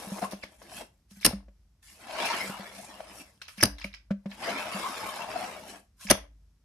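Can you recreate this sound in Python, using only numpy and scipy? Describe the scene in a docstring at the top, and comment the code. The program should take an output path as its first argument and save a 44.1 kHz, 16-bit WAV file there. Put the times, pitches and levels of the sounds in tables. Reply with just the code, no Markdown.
"""A plastic hand scraper drawn up the wall of a plastic bucket, through sugar sprinkles in frosting.
Three strokes grind and hiss; after each, the load is flung onto the bottom with a splat and a low boom.
In between, sticky frosting smacks as it lets go and the blade knocks the wall into a short ring.
Stereo microphones close to the bucket, in a small room with a quiet rumble."""
import sys
import numpy as np
from scipy import signal
from scipy.fft import rfft, irfft, next_fast_len
from scipy.io import wavfile
from scipy.ndimage import map_coordinates

SR = 44100
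rng = np.random.default_rng(int(sys.argv[2]) if len(sys.argv) > 2 else 0)


def put_to_file(sound):
    """Save the sound as 16-bit audio at rate SR, in the file named by the first command-line argument."""
    columns = np.atleast_2d(sound).T  # one column per channel
    safe = np.clip(columns, -1, 1)
    whole_steps = np.round(safe * 32767)
    wavfile.write(sys.argv[1], SR, whole_steps.astype(np.int16))


N = 292824
TOP_HZ = 13200  # upper edge of the sound

# how hard the blade pushes through each stroke, from bite to lift: (t/s, effort/dB)
FIRST_PUSH = [(0, -50.5), (0.27, -55.5), (0.38, -63.5), (0.58, -69.5), (0.7, -53), (0.81, -47), (0.9, -87),
              (1.02, -99)]
SECOND_PUSH = [(1.92, -73), (2.06, -50), (2.2, -33), (2.38, -35), (2.5, -44), (2.68, -49.5), (2.92, -54.5),
               (3.2, -53.5), (3.37, -78)]
THIRD_PUSH = [(4.33, -56.5), (4.39, -54.5), (4.435, -37.5), (4.75, -40.5), (5.3, -43), (5.45, -41),
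              (5.61, -53.5), (5.76, -52), (5.86, -88.5)]
# the strokes: (push curve, grinding over the effort/dB, its drift/(dB/s), drone offset/dB)
STROKES = [(FIRST_PUSH, 5.3, -17.5, 1.8), (SECOND_PUSH, -2.3, 0, -4), (THIRD_PUSH, -0.86, 1, 0)]
# the weight of each load landing on the bottom: (t/s, level/dB)
LANDINGS = [(1.272, -21), (3.632, -16), (6.112, -23.5)]
# spectra of a dull slap, crushed sprinkles and a wet crackle: (f/Hz, level/dB)
SLAP_SPECTRUM = [(50, -6), (110, -11.5), (165, 0.5), (280, 0.5), (450, -8), (630, -9.5), (1800, -11.5),
                 (6000, -32), (13000, -42.5)]
CRUSH_SPECTRUM = [(150, -14), (650, 4.5), (1100, -3), (2600, -14), (12000, -41.5)]
WET_SPECTRUM = [(700, -11.5), (1500, -6.5), (3300, -7.5), (6500, -4.5), (7400, -21), (9000, -1.5),
                (12800, -6)]


def amp(db):
    """Decibels to gain."""
    return 10 ** (np.asarray(db) / 20)


def along(points, hz):
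    """(f/Hz, value) points read on a log axis."""
    freqs, values = np.transpose(points)
    return np.interp(np.log(hz + 1), np.log(freqs + 1), values)


def shape(points):
    """A (f/Hz, level/dB) spectrum as a gain function."""
    return lambda hz: amp(along(points, hz))


def clock():
    """The time of every sample."""
    return np.arange(N) / SR


def wobble(rate):
    """A smooth random curve, rate knots a second."""
    return map_coordinates(rng.standard_normal(int(N * rate / SR) + 4), [clock() * rate])


def add(track, start, sound):
    """Mix a sound into a track, start seconds in."""
    part = track[..., max(round(start * SR), 0):][..., :sound.shape[-1]]
    part += sound[..., :part.shape[-1]]


def filtered(x, gain):
    """x times a gain that depends on frequency."""
    size = next_fast_len(N + SR // 4)
    return irfft(rfft(x, size) * gain(np.fft.rfftfreq(size, 1 / SR)), size)[..., :N]


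def fade(t, length, rise, fall):
    """A quick rise, a hold and a fading end."""
    return (1 - np.exp(-t / rise)) * np.exp(-np.maximum(t - length, 0) / fall)


def bursts(contacts, rise, fall):
    """Envelope of contacts given as (t/s, level/dB, length/s)."""
    envelope, t = np.zeros(N), np.arange(SR // 2) / SR
    for start, db, length in contacts:
        add(envelope, start, amp(db) * fade(t, length, rise, fall))
    return envelope


def swell(start, length, rise, fall):
    """A hold with flanks that take rise and fall seconds for 20 dB."""
    t = clock()
    flanks = np.maximum(start - t, 0) / rise + np.maximum(t - start - length, 0) / fall
    return amp(-20 * np.minimum(flanks, 10))


def mic_angle(hz):
    """Half the phase angle by which the two microphones differ."""
    # likeness of left and right: (f/Hz, correlation)
    likeness = [(220, .997), (400, .96), (700, .8), (1300, .75), (2800, .05), (6000, .3), (12000, .45)]
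    return np.arccos(np.clip(along(likeness, hz), -1, 1)) / 2


def hollow(hz):
    """The bucket's resonances lift narrow bands."""
    # bucket resonances: (f/Hz, width/Hz, lift/dB)
    resonances = [(196.5, 3.7, 11.5), (627, 18, 4.5), (5430, 1900, 5.5)]
    return amp(sum(db / (1 + (2 * (hz - centre) / width) ** 2) for centre, width, db in resonances))


def in_bucket(x, gain):
    """Two flat sources become a stereo sound coloured by gain and the bucket, its mid at rms 1."""
    spread = lambda hz: [np.cos(mic_angle(hz)), np.sin(mic_angle(hz))]
    mid, side = filtered(x, lambda hz: gain(hz) * hollow(hz) * spread(hz))
    return np.array([mid + side, mid - side]) / np.sqrt(np.mean(mid ** 2))


def patter(rate, spread_db):
    """Two channels of tiny dry impacts, rate a second, uneven in size."""
    sizes = amp(spread_db * np.clip(rng.standard_normal(N), -2, 2))
    return (rng.random(N) < rate / SR) * sizes * rng.standard_normal((2, N))


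def clumped(x, depth_db, width_hz, life):
    """Sprinkles move in clumps, each stressing its own band for a moment; the blade's gap rings along."""
    # resonance of the air gap between blade and wall: (t/s, f/Hz)
    air_gap = [(2.3, 727), (2.39, 2430), (2.6, 690), (4.43, 759), (4.5, 2716), (4.67, 1536), (4.85, 1123),
               (5.15, 1090), (5.33, 720)]
    hz, t, spectra = signal.stft(x, SR, nperseg=512)
    grid = np.meshgrid(hz / width_hz, t / life, indexing="ij")
    clumps = map_coordinates(rng.standard_normal(spectra.shape[1:]), grid, order=1, mode="wrap")
    clumps /= np.sqrt(np.mean(clumps ** 2))
    detuning = hz[:, None] / np.interp(t, *np.transpose(air_gap)) - 1
    gap_db = 5.5 / (1 + (detuning / .17) ** 2)
    return signal.istft(spectra * amp(depth_db * clumps + gap_db), nperseg=512)[1][:, :N]


def scrape():
    """The blade ploughs sprinkles: effort sets drone, grind, rattle and hiss; uneven drag shakes them."""
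    # spectrum of scraped sugar: (f/Hz, level/dB)
    sugar = [(59, -44), (100, -14), (157, -21.5), (196, -11.5), (442, -19.5), (638, -13), (1000, -15),
             (1300, -20), (2000, -18.5), (2600, -17), (3200, -20.5), (9980, -11), (13000, -14.5)]
    # loose sprinkles sliding off blade and wall: (t/s, level/dB, length/s, rise/s)
    slides = [(0, -52, 0.25, .02), (.745, -53, 0.056, .06), (1.11, -64.5, 0.14, .02),
              (1.83, -60.5, 0.13, .008), (2.36, -49.5, 0.15, .06), (2.75, -54, 0.097, .08),
              (3.16, -53.5, 0.046, .07), (3.502, -63, 0.067, .01), (4.75, -51, 0.42, .1),
              (5.68, -58, 0.034, .05), (6.013, -50.5, 0.039, .028)]
    light_push_db, lift_db_per_s = -49, 294.5  # reference effort; fade once the blade is off the wall

    def band(low_hz, high_hz):
        """The sugar spectrum between two soft edges."""
        edges = lambda hz: (1 + (low_hz / (hz + 1)) ** 8) * (1 + (hz / high_hz) ** 8)
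        return lambda hz: amp(along(sugar, hz)) / np.sqrt(edges(hz))

    t = clock()
    droning, grinding, rattling, hissing = np.zeros((4, N))
    for push, grind_db, drift_db_per_s, drone_db in STROKES:
        times, levels = np.transpose(push)
        touch_time = np.clip(t, times[0], times[-1])
        effort_db = np.interp(t, times, levels)
        contact = amp(-lift_db_per_s * np.abs(t - touch_time))
        droning += contact * amp(-55 + drone_db + 0.59 * (effort_db - light_push_db))
        grinding += contact * amp(effort_db + grind_db + drift_db_per_s * (touch_time - times[0]))
        rattling += contact * amp(effort_db - 2.5)
        hissing += contact * amp(-58.5 + 0.6 * (effort_db - light_push_db))
    sliding = sum(amp(db) * swell(start, length, rise, fall=.055) for start, db, length, rise in slides)
    rattling = np.hypot(rattling, amp(-4.5) * sliding)
    hissing = np.hypot(hissing, sliding)
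    fine = clumped(patter(rate=7000, spread_db=2), depth_db=4.4, width_hz=80, life=.035)
    coarse = clumped(patter(rate=3500, spread_db=2.5), depth_db=4.8, width_hz=130, life=.03)
    drag = wobble(40)
    drone = droning * amp(2 * drag) * in_bucket(fine, band(110, 390))
    grind = grinding * amp(0.77 * drag + 1.6 * wobble(83)) * in_bucket(fine, band(440, 1600))
    rattle = rattling * amp(1.1 * drag) * in_bucket(coarse, band(1200, 3400))
    hiss = hissing * amp(1.3 * drag + 1.5 * wobble(140)) * in_bucket(fine, band(3800, TOP_HZ))
    return drone + grind + rattle + hiss


def ring(modes, attack):
    """Damped modes (f/Hz, level/dB, t60/s), struck at slightly new strengths each time."""
    t = np.arange(3 * SR // 2) / SR
    tones = sum(amp(db + rng.standard_normal() - 60 * t / t60) * np.sin(2 * np.pi * hz * t)
                for hz, db, t60 in modes)
    return tones * (1 - np.exp(-t / attack))


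def knocks():
    """The blade bumps the bucket: a thud and a ring of the wall, shorter while the blade lies on it."""
    # bumps of the blade: (t/s, relative low ring/dB, relative overtones and thud/dB)
    bumps = [(0.071, -34.5, -55.5), (0.118, -27.5, -43), (0.225, -28.5, -41.5), (0.331, -33.5, -38),
             (0.436, -44, -40), (1.113, -48.5, -73), (1.169, -47, -72), (1.332, -27.5, -43),
             (1.482, -57.5, -56.5), (2.496, -36.5, -37), (2.595, -34.5, -41.5), (3.579, -39.5, -57.5),
             (3.638, -26.5, -46), (3.845, -37, -40), (4.107, -21, -33.5), (4.257, -28.5, -39.5),
             (4.746, -30, -64), (6.05, -39.5, -58), (6.109, -29, -20.5)]
    # modes of the wall: (f/Hz, level/dB, share of the ring time)
    wall_modes = [(198, 6, 0.78), (567, -0.5, 0.18), (624, -16, 0.4)]
    free_ring_s, held_share = 0.23, 0.72
    thuds = bursts([(start, db, .004) for start, _, db in bumps], rise=.001, fall=.009)
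    out = amp(-4) * thuds * in_bucket(patter(rate=5000, spread_db=3), shape(SLAP_SPECTRUM))
    for start, low_db, overtones_db in bumps:
        held = any(push[0][0] < start < push[-1][0] for push, *_ in STROKES)
        ring_s = free_ring_s * (held_share if held else 1)
        modes = [(hz, db, share * ring_s) for hz, db, share in wall_modes]
        add(out, start, amp(low_db - 4) * ring(modes[:1], attack=0.0028))
        add(out, start, amp(overtones_db + 9) * ring(modes[1:], attack=0.0017))
    return out


def crunches():
    """A clump of sprinkles caught under the blade gives way in a quick run of cracks."""
    # crushed clumps: (t/s, level/dB, length/s)
    clumps = [(0.182, -33, 0.0029), (0.218, -35, 0.027), (0.318, -44.5, 0.014), (0.616, -43.5, 0.0035),
              (0.808, -42, 0.012), (2.998, -42.5, .008), (5.357, -39.5, 0.0043)]
    cracks = in_bucket(patter(rate=2500, spread_db=0), shape(CRUSH_SPECTRUM))
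    return cracks * bursts(clumps, rise=0.002, fall=0.0063)


def squeak(hz, length, rise, fall, waver, overtone):
    """A short tone of unsteady pitch, reaching the two microphones a little apart."""
    t = np.arange(SR // 8) / SR
    unsteady = 1 + waver * map_coordinates(rng.standard_normal(len(t)), [t * 450])
    phase = 2 * np.pi * np.cumsum(hz * unsteady) / SR + mic_angle(hz) * np.array([[1], [-1]])
    return fade(t, length, rise, fall) * (np.sin(phase) + overtone * np.sin(2 * phase))


def judders():
    """The blade's edge sticks and slips in a rough rasp that builds up and breaks off."""
    # rasps on the wall: (t/s, level/dB, length/s, f/Hz)
    rasps = [(0.216, -28.5, 0.015, 713), (0.236, -35, 0.022, 995), (4.469, -27, 0.027, 661),
             (4.824, -31, 0.052, 1060), (5.357, -21.5, 0.0053, 680)]
    out = np.zeros((2, N))
    for start, db, length, hz in rasps:
        rasp = squeak(hz, length, rise=.3 * length, fall=0.005, waver=0.084, overtone=0.12)
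        add(out, start, amp(db) * rasp)
    return out * amp(2.3 * wobble(200))


def pops(rate, life, glide):
    """Air pockets bursting in frosting: each is a short gliding ping with its own pitch and place."""
    when, pitch, bend, size, place = rng.random((int(rate * N / SR), 5)).T[..., None]
    t = np.arange(SR // 200) / SR
    phase = 2 * np.pi * pitch * TOP_HZ * t * (1 + glide * (2 * bend - 1) * t / t[-1])
    pings = (.5 + size) * np.sin(phase) * np.exp(-t / life) * (1 - t / t[-1])
    index = (when * N).astype(int) + np.arange(len(t))
    mid_side = np.sign(place - .5), np.cos(4 * np.pi * place) * np.sqrt(2)
    return np.array([np.bincount(index.ravel(), (pings * gain).ravel(), N)[:N] for gain in mid_side])


def smacks():
    """Frosting stretches in snapping threads and tears loose in squelches, spraying sprinkles."""
    # frosting letting go: (t/s, relative squelch/dB, relative spray/dB)
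    releases = [(0.217, -40.5, -49), (0.309, -50, -37.5), (0.434, -38.5, -53), (0.619, -64, -52),
                (1.107, -68.5, -57), (1.21, -47.5, -45.5), (2.251, -34, -32.5), (3.415, -36, -50),
                (3.481, -36.5, -47), (3.574, -53, -44.5), (3.603, -52.5, -42), (3.784, -42.5, -48.5),
                (3.812, -40.5, -62.5), (3.841, -39, -43.5), (3.941, -36, -63), (4.311, -41.5, -70),
                (4.46, -57, -44), (6.091, -39.5, -42)]
    # spectrum of tearing frosting: (f/Hz, level/dB)
    sticky = [(200, -22), (700, -9), (1600, 1.5), (2600, 3.5), (4500, -0.5), (11000, -30)]
    tear = in_bucket(pops(rate=3600, life=.004, glide=.12), shape(sticky))
    threads = amp(4 * wobble(170)) * in_bucket(pops(rate=700, life=.003, glide=.2), shape(sticky))
    spray_colour = lambda hz: amp(along(WET_SPECTRUM, hz) - 5 * hz / TOP_HZ)
    spray = in_bucket(patter(rate=2700, spread_db=3), spray_colour)
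    tear_level = bursts([(start, db - 5, .005) for start, db, _ in releases], rise=0.0023, fall=0.0033)
    thread_level = sum(amp(db - 13) * swell(start, 0.0075, rise=0.023, fall=0.022)
                       for start, db, _ in releases)
    # the load peels off the blade just before it lands
    peel_level = sum(amp(-32) * swell(start - 0.01, 0, rise=0.027, fall=.015) for start, _ in LANDINGS)
    spray_level = bursts([(start, db - 4.5, .008) for start, _, db in releases], rise=.002, fall=0.011)
    return tear * tear_level + threads * (thread_level + peel_level) + spray * spray_level


def pockets():
    """An air pocket in the frosting pops open and rings for a few milliseconds as its shape changes."""
    # single pops: (t/s, level/dB, f/Hz)
    openings = [(0.435, -32, 2270), (1.2488, -19, 1780), (1.2496, -16.5, 4860), (1.2582, -19, 9780),
                (3.415, -38, 1570), (3.629, -14, 1790), (3.6357, -8.5, 4940), (3.843, -25, 2310),
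                (4.105, -40, 1440), (6.106, -13, 667)]
    out = np.zeros((2, N))
    for start, db, hz in openings:
        ping = squeak(hz, length=0.003, rise=0.00087, fall=.0016, waver=0.052, overtone=0.094)
        add(out, start, amp(db) * ping)
    return out


def splats():
    """Each flung lump flattens in milliseconds: pockets crackle over a dull slap, then gobs scatter."""
    # lumps landing: (t/s, crackle/dB, length/s, relative slap/dB)
    lumps = [(1.2467, -15.5, 0.01, -24.5), (1.2606, -13.5, 0.004, -15.5), (3.6256, -20, 0.0065, -15),
             (3.633, -17, 0.004, -18.5), (3.654, -24.5, 0.003, -32.5), (6.101, -17, 0.011, -11),
             (6.111, -16, 0.004, -23.5)]
    crackle = in_bucket(pops(rate=3900, life=0.01, glide=0.042), shape(WET_SPECTRUM))
    crackle *= bursts([(start, db, length) for start, db, length, _ in lumps], rise=.001, fall=.0018)
    slap = in_bucket(patter(rate=9000, spread_db=0), shape(SLAP_SPECTRUM))
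    slap *= bursts([(start, db, length) for start, _, length, db in lumps], rise=0.0052, fall=0.0084)
    flicker = amp(3.9 * wobble(160))
    gobs = flicker * in_bucket(pops(rate=1500, life=0.0015, glide=0.13), shape(CRUSH_SPECTRUM))
    gobs *= bursts([(start, -42, .025) for start, _ in LANDINGS], rise=0.0073, fall=0.034)
    return crackle + amp(-4.5) * slap + gobs


def booms():
    """The weight of a landing load sets the bucket's bottom booming."""
    # modes of the bottom: (f/Hz, level/dB, t60/s)
    bottom_modes = [(51.7, -21, 1.5), (60.93, -18.5, 0.65), (93, -12, 0.17), (119, -2, 0.087),
                    (153.7, -16.5, 0.087), (240, -1, 0.08), (289, -23.5, 0.45)]
    out = np.zeros((2, N))
    for start, db in LANDINGS:
        add(out, start, amp(db) * ring(bottom_modes, attack=0.0023))
    return out


def room_tone():
    """The room's quiet rumble, wavering slightly."""
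    # spectrum of the rumble: (f/Hz, level/dB)
    rumble = [(20, -22), (50, 12.5), (200, -6.5), (500, -21.5), (13000, -33)]
    return amp(-65 + 0.51 * wobble(8.9)) * in_bucket(rng.standard_normal((2, N)), shape(rumble))


def room_tail(x):
    """A small room's short tail, thin in the bass and different at each microphone."""
    # reverberation time: (f/Hz, t60/s)
    decay_times = [(300, 0.31), (3000, 0.24), (12000, 0.19)]
    hz, t, spectra = signal.stft(rng.standard_normal((2, SR // 2)), SR, nperseg=256)
    decay = amp(-60 * t / along(decay_times, hz)[:, None])
    bass_cut = (hz ** 2 / (hz ** 2 + 450 ** 2))[:, None]
    tail = signal.istft(spectra * decay * bass_cut, SR, nperseg=256)[1]
    return signal.fftconvolve(x, tail / np.linalg.norm(tail[0]), axes=1)[:, :N]


def scene():
    """The bucket up close, with the room's tail and rumble behind it."""
    strokes = scrape() + judders() + crunches()
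    loads = splats() + pockets()
    frosting = smacks()
    bucket = knocks() + booms()
    rumble = room_tone()
    send = amp(-7.5) * strokes + amp(-15) * loads + amp(-3.5) * frosting + amp(-12.5) * bucket
    return strokes + loads + frosting + bucket + room_tail(send) + rumble


def record(dry):
    """The midrange leans to the left microphone; peaks are rounded, deep bass and the very top cut."""
    # balance of the pair: (f/Hz, left minus right/dB)
    balance = [(330, 0), (670, 7), (1200, 3), (3500, 0), (13000, 0)]
    low_cut_hz, ceiling = 34, .8
    lean = lambda hz: amp(np.array([along(balance, hz), -along(balance, hz)]) / 2)
    heard = filtered(dry, lambda hz: lean(hz) / np.sqrt(1 + (low_cut_hz / (hz + 1)) ** 6))
    rounded = heard / (1 + np.abs(heard / ceiling) ** 4) ** (1 / 4)
    return filtered(rounded, lambda hz: 1 / np.sqrt(1 + (hz / TOP_HZ) ** 120))


dry = scene()
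out = record(dry)
put_to_file(out)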